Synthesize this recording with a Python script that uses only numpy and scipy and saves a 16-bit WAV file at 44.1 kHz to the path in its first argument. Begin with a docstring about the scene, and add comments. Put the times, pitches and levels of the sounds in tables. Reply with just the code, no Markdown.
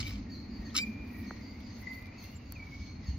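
"""Close to the microphone, steel nippers rasp and crunch through a horny growth on a horse's leg and squeak.
Grains and cracks in noise ring the steel; a dull tap follows as a falling tone, later a sharp snap as brief cracks.
Around the bites the jaws tick as decaying noise, and arms and tool bump as low swells.
Distant birds around the yard are gliding tones with echo, over coloured noise: rumble, drone, air, hiss and rustle."""
import sys
import numpy as np
from scipy import signal
from scipy.fft import rfft, irfft, next_fast_len
from scipy.io import wavfile
from scipy.ndimage import map_coordinates

SR = 44100
rng = np.random.default_rng(int(sys.argv[2]) if len(sys.argv) > 2 else 0)


def dump_mix(stems):
    """Bounce the given channels to the path in sys.argv[1] as a 16-bit WAV at rate SR."""
    frames = np.atleast_2d(stems).T  # one column per channel
    limited = np.clip(frames, -1, 1)  # hard clip at full scale
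    pcm = np.round(limited * 32767).astype(np.int16)
    wavfile.write(sys.argv[1], SR, pcm)


N = 140238
BIRD_T60_S = 0.52  # echo decay shared by all the birds that have one


def amp(db):
    """Decibels to gain."""
    return 10 ** (np.asarray(db) / 20)


def unit(x):
    """Scale to rms 1."""
    return x / np.sqrt(np.mean(np.abs(x) ** 2) + 1e-20)


def clock():
    """Time of each sample in seconds."""
    return np.arange(N) / SR


def along(points, hz):
    """Read (Hz, value) points on a log frequency axis."""
    f, v = np.transpose(points)
    return np.interp(np.log(hz + 1), np.log(f + 1), v)


def curves(rows):
    """One value per sample for each column after the time."""
    s, *cols = np.transpose(rows)
    return [np.interp(clock(), s, c) for c in cols]


def wobble(rate):
    """A smooth random curve, rate knots a second."""
    return map_coordinates(rng.standard_normal(8192), [clock() * rate], mode="wrap")


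def filtered(x, response):
    """x times a complex response of frequency."""
    m = next_fast_len(N + SR // 4)
    return irfft(rfft(x, m) * response(np.fft.rfftfreq(m, 1 / SR)), m)[..., :N]


def gate(start, length, attack, release):
    """Linear attack, hold and exponential release."""
    t = clock() - start
    return np.clip(t / attack, 0, 1) * np.exp(-np.maximum(t - length, 0) / release)


def sine(hz):
    """A sine that follows a pitch curve."""
    return np.sin(2 * np.pi * np.cumsum(hz) / SR)


def rush(spectrum):
    """Coloured stereo noise of rms 1, its left-right likeness set by frequency."""
    # likeness of left and right: frequency_hz, correlation (0 to 1)
    alike = [(60, 0.98), (220, 1), (380, 0.83), (700, 0), (1300, 0.28), (2400, 0.5), (4400, 0.21),
             (8000, 0), (13000, 0.87)]

    def mid_side(hz):
        turn = np.arccos(np.clip(along(alike, hz), -1, 1)) / 2
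        return amp(along(spectrum, hz)) * [np.cos(turn), np.sin(turn)]

    mid, side = filtered(rng.standard_normal((2, N)), mid_side)
    return unit(np.array([mid + side, mid - side]))


def yard(x, t60, width):
    """Diffuse echo of the yard's walls, as decaying stereo noise."""
    t = np.arange(SR) / SR
    mid, side = rng.standard_normal((2, SR)) * amp(-60 * t / t60)
    tail = np.array([mid + width * side, mid - width * side])
    return signal.fftconvolve(x[None], tail / np.linalg.norm(tail[0]), axes=1)[:, :N]


def crunch():
    """Each stroke grinds and cracks through the horn and rings the steel; the blade chatters roughly on one mode."""
    # strokes of the jaws: start_s, length_s, level_db before the body filter,
    # tilt_db_per_octave, chatter_mode_hz, chatter_db
    bites = [(0, .017, -37, -1.5, 4250, -44), (.02, .011, -47, -4, 2310, -56),
             (.036, .016, -54, -5, 2310, -55), (.053, .018, -48.5, -5, 2310, -46),
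             (.07, .017, -46, -4, 2310, -52), (.088, .03, -52, -5.5, 2150, -57),
             (.12, .02, -53.5, -4, 2400, -62), (.14, .02, -57, -4, 2400, -64),
             (.16, .03, -62, -3, 2400, -68), (.744, .014, -40, -3, 1290, -45),
             (.757, .006, -36, 0, 1290, -43), (.762, .006, -28.5, 1.5, 5240, -28),
             (.7725, .008, -30, 1, 4090, -35), (.782, .007, -32, -1, 3770, -35),
             (.79, .008, -40, -1, 1530, -50)]
    # ringing of the nippers: frequency_hz, width_hz, relative_level_db
    steel_modes = [(1290, 45, -9), (1510, 50, -9), (2320, 70, -0.5), (2690, 70, -1), (2970, 50, 0),
                   (3170, 45, -3), (3770, 150, -1), (4090, 130, -2), (4780, 170, -2), (5240, 140, 2),
                   (6750, 170, -6), (7380, 70, -6), (8870, 120, -15)]
    # dry crunch of horn: frequency_hz, relative_level_db
    horn = [(500, -34.5), (1100, -27), (2500, 14), (5000, -5), (6100, -7), (7200, -4), (8200, -24),
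            (10500, -20), (12500, -21), (15500, -30), (17000, -37.5)]
    # single fractures of the horn: start_s, level_db before the filters
    cracks = [(.0735, -35), (.081, -36), (.745, -30), (.766, -12), (.7768, -12.5), (.7802, -18.5),
              (.7857, -16.5)]
    horn_db, low_hz, high_hz = -14.5, 1000, 12000
    crack_decay_s, crack_low_hz = .0003, 2600
    apart = .12  # share of stereo difference

    def body(f):
        steel = sum(amp(db) * 1j * f * w / (c * c - f * f + 1j * f * w) for c, w, db in steel_modes)
        colour = unit(steel) + amp(horn_db) * unit(amp(along(horn, f)))
        return colour * (1 - np.exp(-(f / low_hz) ** 4)) / (1 + (f / high_hz) ** 4)

    t, rough = clock(), crumbs()
    crack_level = sum((t >= s) * amp(db - 20 * np.abs(t - s) / crack_decay_s / np.log(10)) for s, db in cracks)
    force = rng.standard_normal((2, N)) * crack_level
    force = filtered(force, lambda hz: 1j * hz / (crack_low_hz + 1j * hz))
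    chatter = np.zeros(N)
    for start, length, db, tilt, mode_hz, chatter_db in bites:
        stroke = gate(start, length, attack=.003, release=.002) * amp(1.5 * wobble(700))
        grind = filtered(rng.standard_normal((2, N)),
                         lambda hz: amp(tilt * np.log2(np.clip(hz, 1000, 12000) / 4000)))
        force += amp(db) * stroke * rough * grind
        chatter += amp(chatter_db) * stroke * unit(sine(mode_hz * (1 + .012 * wobble(600))))
    mid, side = filtered(force, body)
    return chatter + np.array([mid + apart * side, mid - apart * side])


def crumbs():
    """Roughness of breaking horn: tiny cracks of uneven size over a little steady grinding."""
    per_s, decay_s, spread_db, grind_share = 750, .0005, 4, .2
    sizes = amp(spread_db * np.clip(rng.standard_normal(N), -2, 2))
    hits = (rng.random(N) < per_s / SR) * sizes
    spikes = unit(signal.lfilter([1], [1, -np.exp(-1 / (decay_s * SR))], hits))
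    return unit(grind_share + (1 - grind_share) * spikes)


def squeak():
    """The blade sticks and slips at the end of the bite, brightest midway."""
    # pitch and strength of the blade: time_s, pitch_hz, fundamental_rms_db
    blade = [(.78, 2300, -42), (.801, 2335, -34), (.81, 2400, -39), (.821, 2430, -39), (.836, 2370, -35),
             (.843, 2385, -38), (.85, 2420, -56)]
    # harmonics at the brightest moment: multiple, level_db against the fundamental
    overtones = [(2, -3), (3, -8), (4, -22), (5, -25)]
    bright_s, bright_width_s = .818, .016
    t = clock()
    hz, db = curves(blade)
    phase = 2 * np.pi * np.cumsum(hz * (1 + .007 * wobble(550))) / SR
    bright = np.exp(-((t - bright_s) / bright_width_s) ** 2)
    harmonics = sum(amp(level) * np.sin(round(k) * phase) for k, level in overtones)
    sounding = (t > blade[0][0]) * (t < blade[-1][0])
    return np.sqrt(2) * amp(db) * (np.sin(phase) + bright * harmonics) * sounding


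def tap():
    """A dull tap whose pitch drops within milliseconds into a softer body."""
    start_s, t60_s, start_db = 1.3083, .05, -30.5
    high_hz, low_hz, fall_s = 1940, 204, 0.00244
    body_db, ring_s = -7, .003  # the body settles this far down, this quickly
    t = np.maximum(clock() - start_s, 0)
    cycles = low_hz * t + (high_hz - low_hz) * fall_s * (1 - np.exp(-t / fall_s))
    db = start_db + body_db * (1 - np.exp(-t / ring_s)) - 60 * t / t60_s
    return filtered(amp(db) * np.sin(2 * np.pi * cycles), lambda hz: 1 / (1 + (hz / 2300) ** 8))


def snap():
    """A brittle chip breaks off in a quick run of cracks, each with a very high, short ring."""
    # cracks of the last chip: start_s, level_db before the noise and ring shares
    chip = [(2.5227, -22), (2.5234, -30), (2.5239, -35)]
    # colour of the cracks: frequency_hz, relative_level_db
    colour = [(400, -11), (2000, -7), (6500, -8), (9500, -10.5), (13000, 4), (15000, -4), (17000, 1)]
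    t60_s, ring_hz = .002, 13700
    t = clock()
    level = sum((t >= s) * amp(db - 60 * np.abs(t - s) / t60_s) for s, db in chip)
    return level * (amp(-4) * rush(colour) + amp(-5) * np.sin(2 * np.pi * ring_hz * t))


def ticks():
    """The jaws touch and scuff the horn while they seek a new grip; one short scrape rises before the bite."""
    # light touches, as noise: start_s, starting_rms_db, t60_s
    touches = [(0.704, -65, 0.074), (1.603, -55.5, .05), (1.676, -59, 0.013), (1.932, -55.5, 0.022),
               (2.025, -50, 0.0088), (2.057, -54, 0.02), (2.069, -52, 0.01), (2.241, -55, .03),
               (3.045, -63, 0.064)]
    # colour of the touches: frequency_hz, relative_level_db
    colour = [(1000, -20), (2500, -4), (3700, 9), (5500, 1), (8000, -31.5), (11000, -8), (15500, -15),
              (17000, -32)]
    t = clock()
    scrape = amp(-60) * note(.695, .02, 3000, 3850, .024 * wobble(600))
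    return scrape + rush(colour) * sum((t >= s) * amp(db - 60 * np.abs(t - s) / t60) for s, db, t60 in touches)


def bumps():
    """Soft low swells from the moving arms and tool."""
    # handling: centre_s, pitch_hz, peak_db, half_width_s (to 1/e)
    swells = [(.09, 96.9, -36.5, 0.037), (0.168, 203.3, -37.5, 0.032), (.18, 53.1, -41, 0.11),
              (0.604, 60.6, -34, 0.016), (0.898, 222.2, -35, 0.02), (1.21, 92.4, -36.5, 0.013),
              (1.224, 224.8, -39.5, 0.021), (2.598, 62.6, -40, 0.017), (2.809, 66, -38, 0.015),
              (3.097, 68.5, -30, 0.018), (3.148, 69.7, -31.5, 0.0097)]
    t = clock()
    return sum(amp(db) * np.exp(-((t - s) / width) ** 2) * np.sin(2 * np.pi * (hz * t + rng.random()))
               for s, hz, db, width in swells)


def note(start, length, from_hz, to_hz, waver, ratio=1):
    """One gliding, wavering tone with a quick attack and release."""
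    hz = ratio * np.interp(clock(), [start, start + length], [from_hz, to_hz]) * (1 + waver)
    return gate(start, length, attack=0.0036, release=0.011) * sine(hz)


def thin_whistle():
    """A nearer, thin whistle drops, then holds in pulses, with little echo."""
    # the whistle: time_s, pitch_hz, level_db before flutter and trim
    call = [(2.545, 2720, -75), (2.558, 2620, -56), (2.566, 2410, -49), (2.59, 2320, -57),
            (2.63, 2280, -48), (2.658, 2255, -59), (2.668, 2250, -50), (2.685, 2245, -68),
            (2.71, 2230, -66), (2.722, 2222, -50), (2.758, 2222, -49), (2.785, 2230, -68),
            (2.815, 2255, -53), (2.865, 2240, -66), (2.9, 2260, -57), (2.945, 2250, -75)]
    trim_db, flutter_db, echo_db = -.5, 3, -6
    t = clock()
    hz, db = curves(call)
    tone = sine(hz * (1 + .012 * wobble(330)))
    tone = tone * amp(db + trim_db + flutter_db * wobble(110)) * (t > call[0][0]) * (t < call[-1][0])
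    return np.sqrt(2) * tone + amp(echo_db) * yard(tone, BIRD_T60_S, width=0.67)


def birds():
    """Far fluttering whistles and raspy two-voiced chirps, heard mostly by their echo, and one high dry peep."""
    # far whistles: start_s, length_s, from_hz, to_hz, level_db before flutter and direct share
    far_whistles = [(0.262, 0.04, 1880, 1806, -65), (0.584, 0.1, 1897, 1808, -57.5),
                    (0.829, 0.032, 2440, 2430, -51.5), (0.955, 0.072, 2420, 2396, -56),
                    (1.091, 0.18, 2394, 2274, -62), (1.101, 0.28, 1930, 1913, -63),
                    (1.251, 0.17, 2297, 2040, -60.5), (1.454, 0.15, 2068, 2186, -63.5),
                    (1.68, 0.027, 1880, 2020, -59), (1.814, 0.066, 2018, 2054, -49),
                    (1.991, 0.088, 2395, 2356, -60), (2.008, 0.28, 2075, 2112, -63.5),
                    (2.11, 0.16, 2406, 2735, -64), (2.279, 0.15, 2860, 2750, -67.5),
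                    (2.991, 0.079, 2230, 1843, -62.5), (3.065, 0.057, 2680, 2940, -66.5)]
    # far chirps: start_s, length_s, from_hz, to_hz, level_db before direct share, upper_voice_db against the lower
    far_chirps = [(0.088, 0.1, 4540, 4340, -64, -10), (0.297, 0.06, 4630, 4220, -50.5, -17),
                  (0.373, 0.079, 4323, 4290, -58, -25), (0.504, 0.069, 4776, 4520, -57, -20),
                  (0.648, 0.035, 4540, 4296, -54, -8.5), (1.264, 0.033, 4360, 4267, -54, -6.5),
                  (1.418, 0.092, 4670, 4557, -57, -19.5), (1.635, 0.041, 5000, 4480, -57, -18),
                  (1.692, 0.075, 4340, 4410, -61.5, -3.5), (1.856, 0.094, 4750, 4490, -60, -9.5),
                  (2.175, 0.052, 4480, 4313, -56, -5), (2.453, 0.1, 4605, 4435, -61.5, -10.5),
                  (2.816, 0.098, 4344, 4290, -58, -7), (3.06, 0.037, 4565, 4360, -51, -9)]
    # rasp in the chirps: frequency_hz, relative_level_db
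    rasp = [(2500, -36), (3400, -11), (4400, 10), (5200, 1), (6500, -1), (7000, -9), (7400, -41)]
    direct, rasp_db, upper_ratio = 0.63, -13, 1.455
    flutter_db, flutter_per_s = 5.5, 71
    peep_s, peep_width_s, peep_hz, peep_db = 2.367, 0.01, 7300, -54
    fast = .021 * wobble(450)
    whistles = sum(amp(db) * note(s, length, a, b, .025 * wobble(330)) for s, length, a, b, db in far_whistles)
    whistles = whistles * amp(flutter_db * wobble(flutter_per_s))
    chirps = np.zeros(N)
    for s, length, a, b, db, upper_db in far_chirps:
        lower = note(s, length, a, b, fast)
        upper = note(s, length, a, b, fast, upper_ratio)
        chirps += amp(db) * (lower + amp(upper_db) * upper)
    chirps = chirps + amp(rasp_db) * np.abs(chirps) * rush(rasp)[0]
    peep_shape = np.exp(-((clock() - peep_s) / peep_width_s) ** 2)
    peep = amp(peep_db) * peep_shape * sine(peep_hz * (1 + fast / 2))
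    echo = yard(whistles, BIRD_T60_S, width=0.43) + yard(chirps, BIRD_T60_S, width=0.99)
    return direct * (whistles + chirps) + peep + echo


def background():
    """Low rumble, a drone, open air, a swelling hiss and the faint rustle of hair and sleeve, all coloured noise."""
    # five colours of noise: frequency_hz, relative_level_db
    rumble, drone, air = [(15, -32), (25, -13), (40, -10), (62, 1), (100, -0.5), (150, -10.5), (200, -10),
                          (370, -77.5)], [(110, -21), (160, -11.5), (200, 5), (235, 5.5), (285, 3),
                                          (340, -8), (450, -17.5), (800, -82)], [(200, -3), (450, 5), (900, 3.5), (1600, -5),
                                                         (2200, 3), (2800, -6.5), (3300, -16.5), (4600, -5),
                                                         (5600, -26), (6800, -18), (7300, -56.5),
                                                         (16000, -42)]
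    hiss, hair = [(2300, -9.5), (3000, -3.5), (3800, -1), (4600, 4), (5500, -1.5), (6700, -2.5),
                  (7200, -38), (9000, -41)], [(7000, -55), (9000, -19), (10500, -3), (12500, -2.5), (15500, 2),
                                (16200, -27)]
    # low end before a common lift: time_s, rumble_db, drone_db
    low_levels = [(0.0, -39.5, -45), (0.08, -45, -46), (1.05, -48, -45), (2.28, -49.5, -53.5),
                  (3.06, -45.5, -50.5), (3.09, -34, -50), (3.18, -45, -49)]
    # hair and sleeve before the flicker: time_s, level_db
    rustle_levels = [(0, -90), (.08, -60), (.22, -98), (.5, -93), (.62, -78.5), (.7, -86), (.88, -69.5),
                     (.98, -87), (1.19, -64.5), (1.3, -80.5), (1.56, -82.5), (1.61, -81), (1.71, -93),
                     (1.82, -65.5), (1.87, -87), (1.94, -64.5), (2, -71), (2.04, -77), (2.14, -93),
                     (2.24, -62), (2.275, -73), (2.32, -72), (2.42, -86.5), (2.75, -79), (2.95, -96)]
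    # treble hiss before the flicker: time_s, level_db
    hiss_levels = [(0, -49), (.25, -67.5), (.5, -72.5), (.67, -63.5), (.85, -62.5), (1.0, -70),
                   (1.13, -68.5), (1.25, -62.5), (1.52, -67.5), (1.74, -62), (2.12, -72.5), (2.23, -58.5),
                   (2.4, -70), (2.62, -66.5), (2.82, -58), (2.99, -72), (3.07, -60.5), (3.18, -69)]
    lift_db, air_db = 0.5, -57.5
    rumble_db, drone_db = curves(low_levels)
    rustle_db, = curves(rustle_levels)
    hiss_db, = curves(hiss_levels)
    low = amp(rumble_db + lift_db) * rush(rumble) + amp(drone_db + lift_db) * rush(drone)
    high = amp(hiss_db + 1.5 * wobble(60)) * rush(hiss) + amp(rustle_db + 2.0 * wobble(300)) * rush(hair)
    return low + high + amp(air_db + wobble(4.97)) * rush(air)


def scene():
    """The close nippers in front of the yard."""
    # phase between the microphone ports: frequency_hz, left_lead_rad
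    port_phase = [(1950, 0), (2200, .8), (2450, 3.1), (2900, 4.2), (3700, 5.8), (4800, 5.8), (5200, 4.5),
                  (7000, 4), (8000, 3.1), (10400, 2.8), (11700, 0)]
    pan_db, echo_db = .25, -11.5
    jaws = crunch() + squeak()
    sides = np.array([[1], [-1]])  # left, right
    near = amp(pan_db * sides) * filtered(jaws, lambda hz: np.exp(.5j * sides * along(port_phase, hz)))
    echo = amp(echo_db) * yard(jaws[0], t60=0.1, width=1.0)
    handling = tap() + snap() + ticks() + bumps()
    return near + echo + handling + thin_whistle() + birds() + background()


def record(dry):
    """A steep low-pass at 16 kHz limits the band."""
    return filtered(dry, lambda hz: 1 / np.sqrt(1 + (hz / 16000) ** 120))


dry = scene()
out = record(dry)
dump_mix(out)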